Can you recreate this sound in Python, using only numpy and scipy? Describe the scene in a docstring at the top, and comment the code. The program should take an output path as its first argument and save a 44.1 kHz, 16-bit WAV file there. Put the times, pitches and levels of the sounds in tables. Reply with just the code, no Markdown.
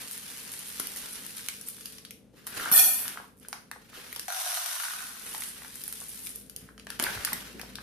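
"""Pouring rice in a small kitchen

A stereo microphone stands close to the hands at the table of a quiet kitchen. Dry rice runs from a
plastic bag into a plastic cup, is tipped into an empty metal pot, and the cup is filled again.
Thousands of grain impacts hiss on the heap and ring the bare cup and pot until the rice covers them.
The bag crinkles in the hand and is set down; an appliance hums faintly behind it all."""
import sys
import numpy as np
from scipy import signal
from scipy.fft import rfft, irfft
from scipy.io import wavfile
from scipy.ndimage import uniform_filter1d

SR = 44100
rng = np.random.default_rng(int(sys.argv[2]) if len(sys.argv) > 2 else 0)


def put_to_file(sound):
    """Save the sound as 16-bit audio at rate SR, in the file named by the first command-line argument."""
    columns = np.atleast_2d(sound).T  # one column per channel
    safe = np.clip(columns, -1, 1)
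    whole_steps = np.round(safe * 32767)
    wavfile.write(sys.argv[1], SR, whole_steps.astype(np.int16))


N = 344862
TIME = np.arange(N) / SR

# resonances of the cup's wall: pitch_hz, width_hz, level_db
CUP_WALL_MODES = [(726, 72, 0.5), (1260, 160, 3), (1430, 110, 10), (1540, 130, 5), (1800, 81, -2),
                  (1950, 61, -11)]
# bright spectrum of a small crease snapping in the bag's film: frequency_hz, level_db
SNAP_SPECTRUM = [(300, -59.5), (2500, -38), (5000, -6), (7700, -5), (9000, 4.5), (10800, 8), (12500, 7),
                 (15500, 1.5)]


def stream():
    """Rice falling on rice, in the cup or back down the bag: a fine, bright patter."""
    # pours: start_s, attack_s, hold_s, release_s, level_db
    pours = [(0, 0.00074, 1.28, 0.87, -49), (1.7, 0.18, 0.04, 0.15, -54.5), (3.92, 0.14, 0.29, .1, -56.5),
             (4.27, 0.19, 0.019, 1.01, -39.5), (5.2, 0.1, 0.91, 0.32, -53)]
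    # a grain striking the heap: frequency_hz, level_db
    heap_spectrum = [(350, -63), (800, -13), (1500, -7), (3000, -4.5), (5600, -5), (7700, -7.5),
                     (9000, -1.5), (10200, 0), (12000, -1), (14500, -7)]
    impacts = grains(per_s=7000, scatter_db=4, clump_db=1)
    return undb(6) * gestures(pours, rise=0.9, fall=1.15) * convolve(impacts, colour(heap_spectrum))


def spurts():
    """Rice ticks over the bag's lip unevenly, in bright little rushes."""
    # start_s, attack_s, hold_s, release_s, level_db
    rushes = [(0.11, .004, 0.02, 0.024, -39.5), (0.52, 0.0034, 0.028, 0.052, -44),
              (0.665, 0.01, 0.011, 0.018, -40.5), (0.96, .004, 0.025, 0.073, -39.5),
              (1.09, 0.022, 0.023, 0.027, -43), (1.28, 0.012, .005, .02, -44),
              (1.66, 0.025, 0.015, 0.04, -40.5), (5.21, 0.15, 0.14, 0.099, -43.5),
              (5.66, 0.013, 0.0093, 0.013, -55), (6.08, 0.0054, 0.018, 0.019, -41),
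              (6.18, 0.049, 0.076, .06, -44)]
    return gestures(rushes, rise=0.29, fall=3.3) * film_ticks(per_s=350, scatter_db=0.5, clump_db=2.5)


def slide():
    """Rice creeps along the thin plastic of the tilted bag and cup: a duller, coarser rustle."""
    # start_s, attack_s, hold_s, release_s, level_db
    tilts = [(0, 0.00033, 0.037, 0.054, -46.5), (0, 0.17, 0.44, 0.77, -54), (.7, 0.16, 0.27, 0.66, -50.5),
             (2.32, 0.034, 0.036, 0.3, -61), (2.39, 0.21, 0.067, 0.13, -39.5),
             (2.98, 0.0081, 0.027, 0.36, -44.5), (3.4, 0.016, 0.018, 0.49, -60),
             (3.74, 0.083, 0.2, .1, -59.5), (3.92, 0.023, 0.074, 0.58, -51), (5.08, 0.2, .03, 0.89, -48.5),
             (6.22, 0.041, .01, 0.17, -64), (6.35, 0.28, 0.035, .1, -59),
             (6.86, 0.035, 0.072, 0.048, -51.5), (6.99, 0.038, 0.079, 0.11, -38),
             (7.08, 0.058, 0.022, 0.86, -42), (7.55, 0.082, 0.14, 0.12, -61)]
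    # grains on plastic: frequency_hz, level_db
    rustle_spectrum = [(120, -4.5), (400, -2.5), (750, -5.5), (1100, -3.5), (1550, 1.5), (2300, -2),
                       (2900, -2), (3800, -4.5), (5500, -6.5), (7700, -11), (10500, -6.5), (14500, -8)]
    impacts = grains(per_s=7000, scatter_db=0.5, clump_db=2.5)
    return undb(2.5) * gestures(tilts, rise=1.7, fall=2) * convolve(impacts, colour(rustle_spectrum))


def skid():
    """The tipped cupful gathers speed and patters along the cup's wall."""
    flow = undb(-41) * shape(start=2.47, attack=0.14, hold=0.082, release=0.06, rise=1.2)
    return flow * convolve(grains(per_s=2500, scatter_db=2, clump_db=1.5), ring(CUP_WALL_MODES))


def rice_into_pot():
    """The cupful hits bare metal with a bright splash, and the growing heap muffles the ring."""
    # resonances of the pot: pitch_hz, width_hz, level_db
    pot_modes = [(637, 25, 3), (738, 24, 4.5), (807, 55, -5.5), (1004, 41, -4.5), (1277, 47, -2.5),
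                 (1395, 60, -9), (1480, 54, 0), (1830, 18, 9), (2100, 35, -10), (2410, 18, 9.5),
                 (2520, 52, 1), (2570, 36, -4), (2900, 55, -1), (3200, 40, -11), (3320, 36, 2),
                 (3580, 20, 4), (4140, 50, -7), (4290, 77, 1), (4460, 56, -1.5), (4530, 58, 0),
                 (4680, 35, 4.5), (5260, 22, -5), (5460, 50, -3), (5580, 54, 3), (5900, 60, -1),
                 (6080, 70, -0.5), (6250, 80, 2), (6650, 40, -2), (6860, 45, 2), (7070, 45, 2),
                 (7200, 90, -2), (7850, 50, 2.5), (7900, 36, -3), (8400, 60, 0), (8460, 60, 0),
                 (8996, 35, 10), (9180, 46, 6), (9730, 38, 13.5), (9927, 40, 6), (10000, 40, 9),
                 (10270, 84, 15.5), (10270, 45, 13), (10800, 80, 12), (11400, 110, 12.5), (11600, 51, 14),
                 (12050, 180, 7.5), (12110, 100, 9.5), (12000, 60, 11), (12916, 45, 5), (13700, 88, 5)]
    # rice landing on rice in the pot: frequency_hz, level_db
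    hiss_spectrum = [(200, -37), (700, -47.5), (2000, -36), (5000, -22), (7700, -18), (9000, -6),
                     (10300, -2.5), (12200, -5), (13200, 1.5), (14500, -5)]
    # clumps that land all at once: start_s, level_db
    slaps = [(2.7156, 1), (2.739, -0.5), (2.778, 11.5)]
    lands_s, swell_s, cover_s = 2.7165, 0.048, 0.16
    first_grains_db, cover_db = -6, -4  # relative to the bulk; to the bare metal
    swell = np.clip((TIME - lands_s) / swell_s, 0, 1)
    covered = np.clip((TIME - lands_s - swell_s) / cover_s, 0, 1)
    flow = shape(lands_s, attack=0.0013, hold=swell_s, release=0.48, fall=2.7)
    flow *= undb(-19.5 + first_grains_db * (1 - swell))
    on_rice = flow * grains(per_s=9000, scatter_db=0.3, clump_db=0.4)
    for start_s, level_db in slaps:
        add(on_rice, start_s, undb(level_db) * crack(t60=0.012, size=1000))
    on_metal = flow * undb(cover_db * covered) * grains(per_s=5000, scatter_db=2.2, clump_db=1)
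    metal = 0
    for share in wander(count=3, size=1100):  # each spot struck favours other modes
        modes = [(hz, width, db + 1.5 * rng.standard_normal()) for hz, width, db in pot_modes]
        signs = rng.choice([-1, 1], len(modes))
        metal += convolve(on_metal * share, ring(modes, signs=signs))
    hiss = convolve(on_rice, colour(hiss_spectrum))
    return undb(3) * hiss + undb(3.5) * band(metal, 520, 17000)


def rice_into_cup():
    """Grains patter and clumps knock in the empty cup, covering first its bottom, then its wall."""
    # clumps that land all at once: start_s, level_db
    landings = [(4.282, 35), (4.303, 30), (4.324, 29), (4.347, 28), (4.367, 28), (4.379, 25), (4.416, 22),
                (4.434, 20), (4.462, 28), (4.495, 21), (4.529, 28.5), (4.572, 34), (4.58, 24), (4.612, 21),
                (4.639, 26), (4.662, 27), (4.713, 27), (4.763, 29), (4.8, 34.5), (4.836, 31.5), (4.85, 29),
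                (4.883, 31), (4.908, 30.5), (4.935, 25), (4.96, 24), (4.984, 25), (5.006, 28.5),
                (5.055, 23), (5.15, 26), (5.211, 32)]
    # resonances of the thin bottom: pitch_hz, width_hz, level_db
    bottom_modes = [(1035, 180, -5), (1820, 78, -28), (2920, 230, -25), (3750, 320, -8), (4220, 260, -11),
                    (5870, 520, -5.5), (9900, 2500, -7.5), (12400, 1300, -10)]
    lands_s = 4.281
    patter = grains(per_s=5000, scatter_db=2.2, clump_db=1.2)
    clumps = np.zeros((2, N))
    for start_s, level_db in landings:
        add(clumps, start_s, undb(level_db) * crack(t60=0.021, size=1500))
    impacts = undb(-5) * patter + clumps
    on_bottom = undb(-37) * shape(lands_s, attack=0.17, hold=0.12, release=0.98, rise=0.12, fall=2.24)
    on_wall = undb(-43.5) * shape(lands_s, attack=0.49, hold=0.2, release=0.6, rise=0.086, fall=2.4)
    on_centre = undb(-45) * shape(lands_s, attack=0.00027, hold=0.24, release=0.31, fall=1.2)
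    # the note of the bottom's centre sags as the rice loads it
    note_hz, steady_s, sag_hz_per_s = 738, 0.12, 170
    loaded_s = np.clip(TIME - lands_s - steady_s, 0, 0.55)
    note = glide(impacts * on_centre, note_hz - sag_hz_per_s * loaded_s, width_hz=55)
    bottom = convolve((patter + undb(-5) * clumps) * on_bottom, ring(bottom_modes))
    wall = convolve(impacts * on_wall, ring(CUP_WALL_MODES))
    # so small a cup radiates hardly any bass
    bass_cut = signal.butter(10, 615, "high", fs=SR, output="sos")
    return signal.sosfilt(bass_cut, bottom + wall + note)


def crinkles(size=3000):
    """Each crease of the bag cracks, shakes the rice into a trail of ticks and swings a panel of film."""
    # creases snapping over: start_s, snap_db, fold_db, panel_hz, panel_db
    creases = [(0.112, -11, -21, 1750, -56), (0.178, -11, -25, 1700, -51), (0.518, -12, -41, 1540, -58),
               (0.5913, -12, -34, 1700, -55), (0.6911, -14, -32, 1700, -57), (0.7594, -18, -28, 1700, -44),
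               (0.798, -3, -10, 1330, -30.5), (0.801, -4, -18, 1500, -41), (0.8708, -5.5, -16, 1940, -43),
               (0.9615, -11, -26, 1880, -39), (0.9706, -12, -30, 1880, -48), (1.2647, -11, -26, 1760, -41),
               (1.395, -24, -28, 1620, -39), (1.3675, -11, -38, 1680, -57),
               (1.4859, -3.5, -9.5, 2350, -24.5), (1.6126, -11, -32, 1625, -48),
               (1.6862, -5, -32, 2090, -41), (1.8573, -13, -19, 4800, -31.5), (1.984, -34, -20, 1700, -42),
               (2.0504, -34, -16, 1580, -55), (2.1082, -14, -20, 2530, -38), (2.4685, -8, -17, 1220, -42),
               (2.4737, -13, -19, 1600, -33), (3.08, -9, -10.5, 1760, -30.5),
               (3.485, -12.5, -26, 965, -44.5), (3.529, -14, -10.5, 1390, -24.5),
               (3.714, -15, -20.5, 1730, -24.5), (4.128, -12, -29, 2160, -31.5),
               (4.1618, -21, -8.5, 980, -37), (4.1954, -9, -12, 1800, -36.5),
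               (5.3484, -17, -13.5, 1900, -32), (5.421, -10, -15, 2060, -31), (5.4363, -11, -10, 1910, -51),
               (5.6196, -25, -34, 1480, -36), (5.647, -28, -37, 1550, -35.5),
               (5.7562, -13.5, -27, 1700, -49), (5.8157, -14, -23.5, 1746, -50),
               (5.838, -9, -26, 1690, -58), (5.879, -8, -32, 1530, -40), (5.926, -6.5, -21, 1420, -41),
               (6.264, -12, -22, 2310, -44), (6.2698, -12.5, -14, 2240, -33.5),
               (6.359, -11, -40, 2200, -61), (6.4973, -15.5, -23, 1340, -69), (6.563, -9, -17, 2000, -62),
               (6.779, -42, -28.5, 1540, -40), (6.797, -38, -22, 2520, -41), (6.8688, -25, -23, 1690, -30),
               (6.903, -9.5, -15, 1660, -32), (6.993, -20, -20, 1500, -33),
               (6.9978, -4.5, -2.5, 1640, -20.5), (7.0257, -1, -21, 1610, -29),
               (7.039, 0.5, -8.5, 4600, -23), (7.2491, -2, -4, 1660, -30), (7.2514, -1, -25, 1700, -38),
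               (7.3311, 1, -9, 1890, -24.5), (7.3347, -12, -20, 1850, -45), (7.405, -33, -30, 3000, -37),
               (7.5962, -21, -22, 1690, -28.5), (7.6144, -16.5, -16, 1670, -38),
               (7.7554, -28, -13, 1620, -57)]
    # a long fold sounds lower than a small crease: frequency_hz, level_db
    fold_spectrum = [(200, -27), (900, -13), (1600, 4), (2200, -3.5), (3000, 6), (4200, 5.5), (5500, 6.5),
                     (7500, -1.5), (10000, 4), (15000, -6.5)]
    snaps, folds, panels = np.zeros((3, 2, N))
    for start_s, snap_db, fold_db, panel_hz, panel_db in creases:
        pan_db = 1 + 0.5 * rng.standard_normal()  # left minus right
        sides = undb(np.array([[pan_db], [-pan_db]]) / 2)
        trail = undb(-48) * burst(0.26, size) * rng.standard_normal((2, size))
        snap = buckle(jerk_t60=0.0037, chatter_db=-8.5, size=size)
        add(snaps, start_s, sides * undb(snap_db) * (snap + trail))
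        add(folds, start_s, sides * undb(fold_db) * buckle(jerk_t60=0.003, chatter_db=-7, size=size))
        add(panels, start_s, sides * undb(panel_db + 1.5) * flex(panel_hz, t60=0.0055))
    return convolve(snaps, colour(SNAP_SPECTRUM)) + convolve(folds, colour(fold_spectrum)) + panels


def crackle():
    """Sparse tiny creases give way while the hand shifts on the bag."""
    # start_s, attack_s, hold_s, release_s, level_db
    squeezes = [(0, 0.14, 0.95, .3, -53), (2.46, 0.0067, 0.036, 0.054, -39), (2.52, 0.06, 0.11, 1, -37),
                (3.36, 0.039, 0.024, 0.11, -54.5), (4.0, .2, 0.69, .2, -73),
                (5.22, 0.15, 0.044, 0.21, -39.5), (5.72, 0.096, 0.55, 0.21, -43.5),
                (6.5, 0.22, 0.19, 0.055, -62), (6.99, 0.03, 0.3, 0.15, -47)]
    clicks = convolve(grains(per_s=600, scatter_db=3, clump_db=2.5), colour(SNAP_SPECTRUM))
    ticks = film_ticks(per_s=70, scatter_db=3.5, clump_db=3)
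    return gestures(squeezes, rise=0.62, fall=3.2) * (undb(-8) * clicks + undb(-6) * ticks)


def knocks():
    """Short hollow knocks, and dull thuds from the weight of the rice."""
    # knocks of the cup, of rice landing and of the bag being set down: start_s, level_db, pitch_hz
    hollow_knocks = [(1.782, -46, 1380), (2.598, -27, 1470), (2.658, -25, 1440), (2.715, -24.5, 1450),
                     (2.739, -29, 1230), (3.056, -33, 1390), (3.159, -42, 890), (3.173, -28.5, 1356),
                     (3.2, -37.5, 880), (3.242, -42.5, 1120), (3.449, -41, 1570), (3.761, -39, 840),
                     (3.931, -43.5, 1310), (5.346, -34.5, 950), (6.017, -39.5, 1120), (6.689, -39.5, 1560),
                     (7.0663, -21, 1500), (7.0881, -29, 1590), (7.097, -29, 1650), (7.104, -37, 1430),
                     (7.119, -41, 1700), (7.175, -30.5, 1600), (7.207, -35, 1940), (7.272, -31, 1750),
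                     (7.276, -26, 1560), (7.287, -29, 1910), (7.321, -32, 940), (7.367, -38, 1800),
                     (7.633, -38.5, 660), (7.785, -30.5, 1630)]
    # soft blows of the heavy bag and the falling cupful: start_s, level_db, pitch_hz, t60_s
    thuds = [(0.798, -34.5, 248, 0.023), (2.336, -48, 397, 0.08), (2.714, -31, 254, 0.062),
             (2.828, -47.5, 239, 0.98), (3.975, -43, 401, 0.07), (6.62, -44.5, 145, 0.2),
             (6.997, -27, 308, 0.034), (7.025, -29.5, 460, 0.045), (7.155, -37.5, 86, 0.16),
             (7.322, -36.5, 258, 0.081), (7.54, -40, 262, 0.23)]
    out = np.zeros((2, N))
    for start_s, level_db, pitch_hz in hollow_knocks:
        add(out, start_s, undb(level_db + 3) * flex(pitch_hz, t60=0.008))
    for start_s, level_db, pitch_hz, t60_s in thuds:
        thud = band(burst(t60_s, size=12000), pitch_hz * 0.61, pitch_hz * 1.41)
        add(out, start_s, undb(level_db) * thud / np.abs(thud).max())
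    return out


def settle():
    """As the bag settles on the table, the packed rice shifts in jolts that knock on its panels."""
    # start_s, attack_s, hold_s, release_s, level_db
    shifts = [(6.998, .004, 0.083, 0.043, -40), (7.14, .02, 0.1, 0.086, -50.5)]
    # panels of the filled bag: pitch_hz, width_hz, level_db
    panels = [(846, 340, -1), (1260, 340, 0.5), (1570, 220, -2), (1970, 260, -5), (2290, 300, -3)]
    jolts = struck_modes(panels, per_s=70, scatter_db=1.5, clump_db=0, size=800)
    return gestures(shifts, rise=1, fall=1) * jolts


def film_ticks(per_s, scatter_db, clump_db):
    """Tiny impacts spread over facets of taut film, each with its own short ring."""
    # pitch_hz, width_hz, level_db
    facets = [(9500, 1400, 4), (10900, 610, 1.5), (11100, 2400, -3.5), (13100, 1300, -2.5)]
    return struck_modes(facets, per_s, scatter_db, clump_db, size=400)


def struck_modes(modes, per_s, scatter_db, clump_db, size):
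    """Each resonance is rung by its own train of impacts; rms 1."""
    rings = (undb(db) * convolve(grains(per_s, scatter_db, clump_db), ring([(hz, width, db)], size))
             for hz, width, db in modes)
    return unit(sum(rings))


def grains(per_s, scatter_db, clump_db):
    """Random impacts of uneven force, in little clumps; each reaches left and right unevenly."""
    hits = rng.random(N) < per_s / SR
    force = undb(scatter_db * np.minimum(rng.exponential(size=N), 2 * np.e))
    polarity = rng.choice([-1, 1], N)
    clumps = undb(clump_db * unit(smooth(rng.standard_normal(N), size=500)))
    sides = 1 + 0.96 * rng.standard_normal((2, N))
    return unit(hits * force * polarity * clumps * sides)


def crack(t60, size):
    """One sharp click and a brief chatter that differs left and right; unit energy."""
    sound = unit(stereo_burst(t60, size)) / np.sqrt(size)
    sound[:, 0] += 1.1
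    return unit(sound) / np.sqrt(size)


def buckle(jerk_t60, chatter_db, size):
    """Film snaps over in a short jerk, then chatters faintly; unit energy."""
    jerk = burst(jerk_t60, size) + 1.37 * stereo_burst(jerk_t60, size)
    chatter = np.array([burst(0.041, size), burst(0.025, size)])
    return unit(unit(jerk) + undb(chatter_db) * unit(chatter)) / np.sqrt(size)


def flex(hz, t60, blur_db=-1, size=3000):
    """A thin panel swings a few times, with neighbouring modes blurring its note; peak 1."""
    t = TIME[:size]
    swing = np.sin(2 * np.pi * hz * t) * undb(-60 * t / t60) * (1 - np.exp(-t * hz))
    blur = band(burst(2.35 * t60, size), hz * 0.5, hz * 1.5)
    sound = swing / np.abs(swing).max() + undb(blur_db) * blur / np.abs(blur).max()
    return sound / np.abs(sound).max()


def ring(modes, size=6000, signs=1):
    """Unit-energy response of a struck body; each mode reaches left and right a little out of step."""
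    t = TIME[:size]
    phases = rng.uniform(-1.23, 1.0, (len(modes), 1, 1)) * np.array([[1], [-1]])
    swings = [undb(db) * width * np.exp(-np.pi * width * t) * np.cos(2 * np.pi * hz * t + phase)
              for (hz, width, db), phase in zip(modes, phases)]
    return unit(np.sum(np.reshape(signs, (-1, 1, 1)) * swings, axis=0)) / np.sqrt(size)


def glide(x, hz, width_hz):
    """One resonance whose pitch moves; white noise keeps its level."""
    turn = np.exp(2j * np.pi * np.cumsum(hz) / SR)
    pole = np.exp(-np.pi * width_hz / SR)
    return np.sqrt(2 * (1 - pole ** 2)) * np.real(turn * signal.lfilter([1], [1, -pole], x / turn))


def room(x, early_db, tail_db, t60):
    """Table and pots scatter the treble at once, and the walls add a short tail."""
    wet = 0
    for share in wander(count=4, size=700):  # the echoes shift as the grains hit different spots
        early = echoes(early_db, t60=0.013, build_s=0.00033, lo_hz=2500)
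        tail = echoes(tail_db, t60, build_s=0.0029, lo_hz=230)
        wet += convolve(x * share, early + tail)
    direct = np.array([np.roll(x[0], 1), x[1]])  # hands a little to the right: the left hears them later
    return (direct + wet) / np.sqrt(1 + undb(early_db) ** 2 + undb(tail_db) ** 2)


def echoes(db, t60, build_s, lo_hz, size=16000):
    """Scattered reflections that build up and die away, different on each side of the microphone."""
    scatter = band(stereo_burst(t60, size), lo_hz, 11340)
    return undb(db) * unit(scatter * (1 - np.exp(-TIME[:size] / build_s))) / np.sqrt(size)


def kitchen():
    """Low room tone and an appliance's hum, nearly the same left and right."""
    # room tone: frequency_hz, level_db
    air_spectrum = [(20, -44), (45, -12), (60, -3), (85, -3.5), (130, -2), (220, 4), (280, 0), (360, -7.5),
                    (450, -2.5), (530, -6.5), (620, -12.5), (900, -22.5), (2500, -27), (7500, -34),
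                    (10000, -32), (14500, -44)]
    # overtones of the appliance: pitch_hz, level_db
    overtones = [(118.6, -74), (150.7, -78.5), (199.4, -68), (253, -70), (441, -73.5)]
    # slow drift of the whole background: time_s, level_db
    drift = [(0, 1), (1.2, 3), (5.0, -1.5), (7.82, 7)]
    air = rng.standard_normal(N) + 0.63 * rng.standard_normal((2, N))
    room_tone = undb(-60.5) * unit(convolve(air, colour(air_spectrum, size=4096)))
    hum = sum(undb(db) * np.sin(2 * np.pi * (hz * TIME + rng.random())) for hz, db in overtones)
    drone = undb(-80.5 + 2 * TIME) * np.sin(2 * np.pi * 56 * TIME)  # its deep note swells slowly
    dip_db = -16 * shape(start=4.26, attack=0.07, hold=0.47, release=0.2)  # the level sinks briefly
    level_db = np.interp(TIME, *np.transpose(drift)) + dip_db
    sides = undb([[1.2], [-1.2]])
    return (room_tone + np.sqrt(2) * (hum + drone)) * undb(level_db) * sides


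def gestures(rows, rise, fall):
    """Gain of a series of hand movements; where they overlap their powers add."""
    return np.sqrt(sum((undb(db) * shape(*times, rise, fall)) ** 2 for *times, db in rows))


def shape(start, attack, hold, release, rise=1, fall=1):
    """Envelope from 0 to 1 and back, times in seconds; rise and fall bend the two slopes."""
    up = np.clip((TIME - start) / max(attack, 1e-4), 0, 1)
    down = np.clip(1 - (TIME - start - attack - hold) / max(release, 1e-4), 0, 1)
    return up ** rise * down ** fall


def wander(count, size):
    """Shares of several spots that drift at random; their powers add to 1."""
    spots = smooth(rng.standard_normal((count, N)), size)
    return spots / np.linalg.norm(spots, axis=0)


def smooth(x, size):
    """Two moving averages of size samples."""
    return uniform_filter1d(uniform_filter1d(x, size), size)


def burst(t60, size):
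    """A flurry of noise that dies by 60 dB in t60 seconds."""
    return rng.standard_normal(size) * undb(-60 * TIME[:size] / t60)


def stereo_burst(t60, size):
    """A separate flurry for each side."""
    return np.array([burst(t60, size), burst(t60, size)])


def colour(points, size=1024):
    """Minimum-phase response of unit energy through (frequency_hz, level_db) points."""
    hz, db = np.transpose(points)
    bins = np.maximum(np.fft.rfftfreq(size, 1 / SR), 1)
    gains = undb(np.interp(np.log(bins), np.log(hz), db))
    cepstrum = irfft(np.log(gains))
    cepstrum[1:size // 2] *= 2
    cepstrum[size // 2 + 1:] = 0
    response = irfft(np.exp(rfft(cepstrum)))
    return response / np.linalg.norm(response)


def convolve(x, response):
    """Pass sound through an impulse response."""
    return signal.oaconvolve(np.atleast_2d(x), np.atleast_2d(response), axes=1)[:, :N]


def band(x, lo_hz, hi_hz):
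    """Gentle band-pass."""
    return signal.sosfilt(signal.butter(2, [lo_hz, hi_hz], "band", fs=SR, output="sos"), x)


def add(out, start_s, sound):
    """Mix a sound in at start_s."""
    start = int(start_s * SR)
    out[:, start:start + sound.shape[-1]] += sound[..., :N - start]


def undb(db):
    """Decibels to gain."""
    return 10 ** (np.asarray(db) / 20)


def unit(x):
    """Scale to rms 1."""
    return x / np.sqrt(np.mean(x ** 2))


def scene():
    """Rice and bag close to the microphone, the kitchen behind them."""
    rice = stream() + spurts() + slide() + skid() + rice_into_pot() + rice_into_cup()
    handling = crackle() + crinkles() + knocks() + settle()
    return undb(0.5) * room(rice + handling, early_db=-7.5, tail_db=-4.5, t60=0.35) + kitchen()


def record(dry):
    """The recorder cuts the top treble steeply."""
    top_hz = 14560
    return signal.sosfilt(signal.ellip(10, 0.2, 70, top_hz, fs=SR, output="sos"), dry)


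dry = scene()
out = record(dry)
put_to_file(out)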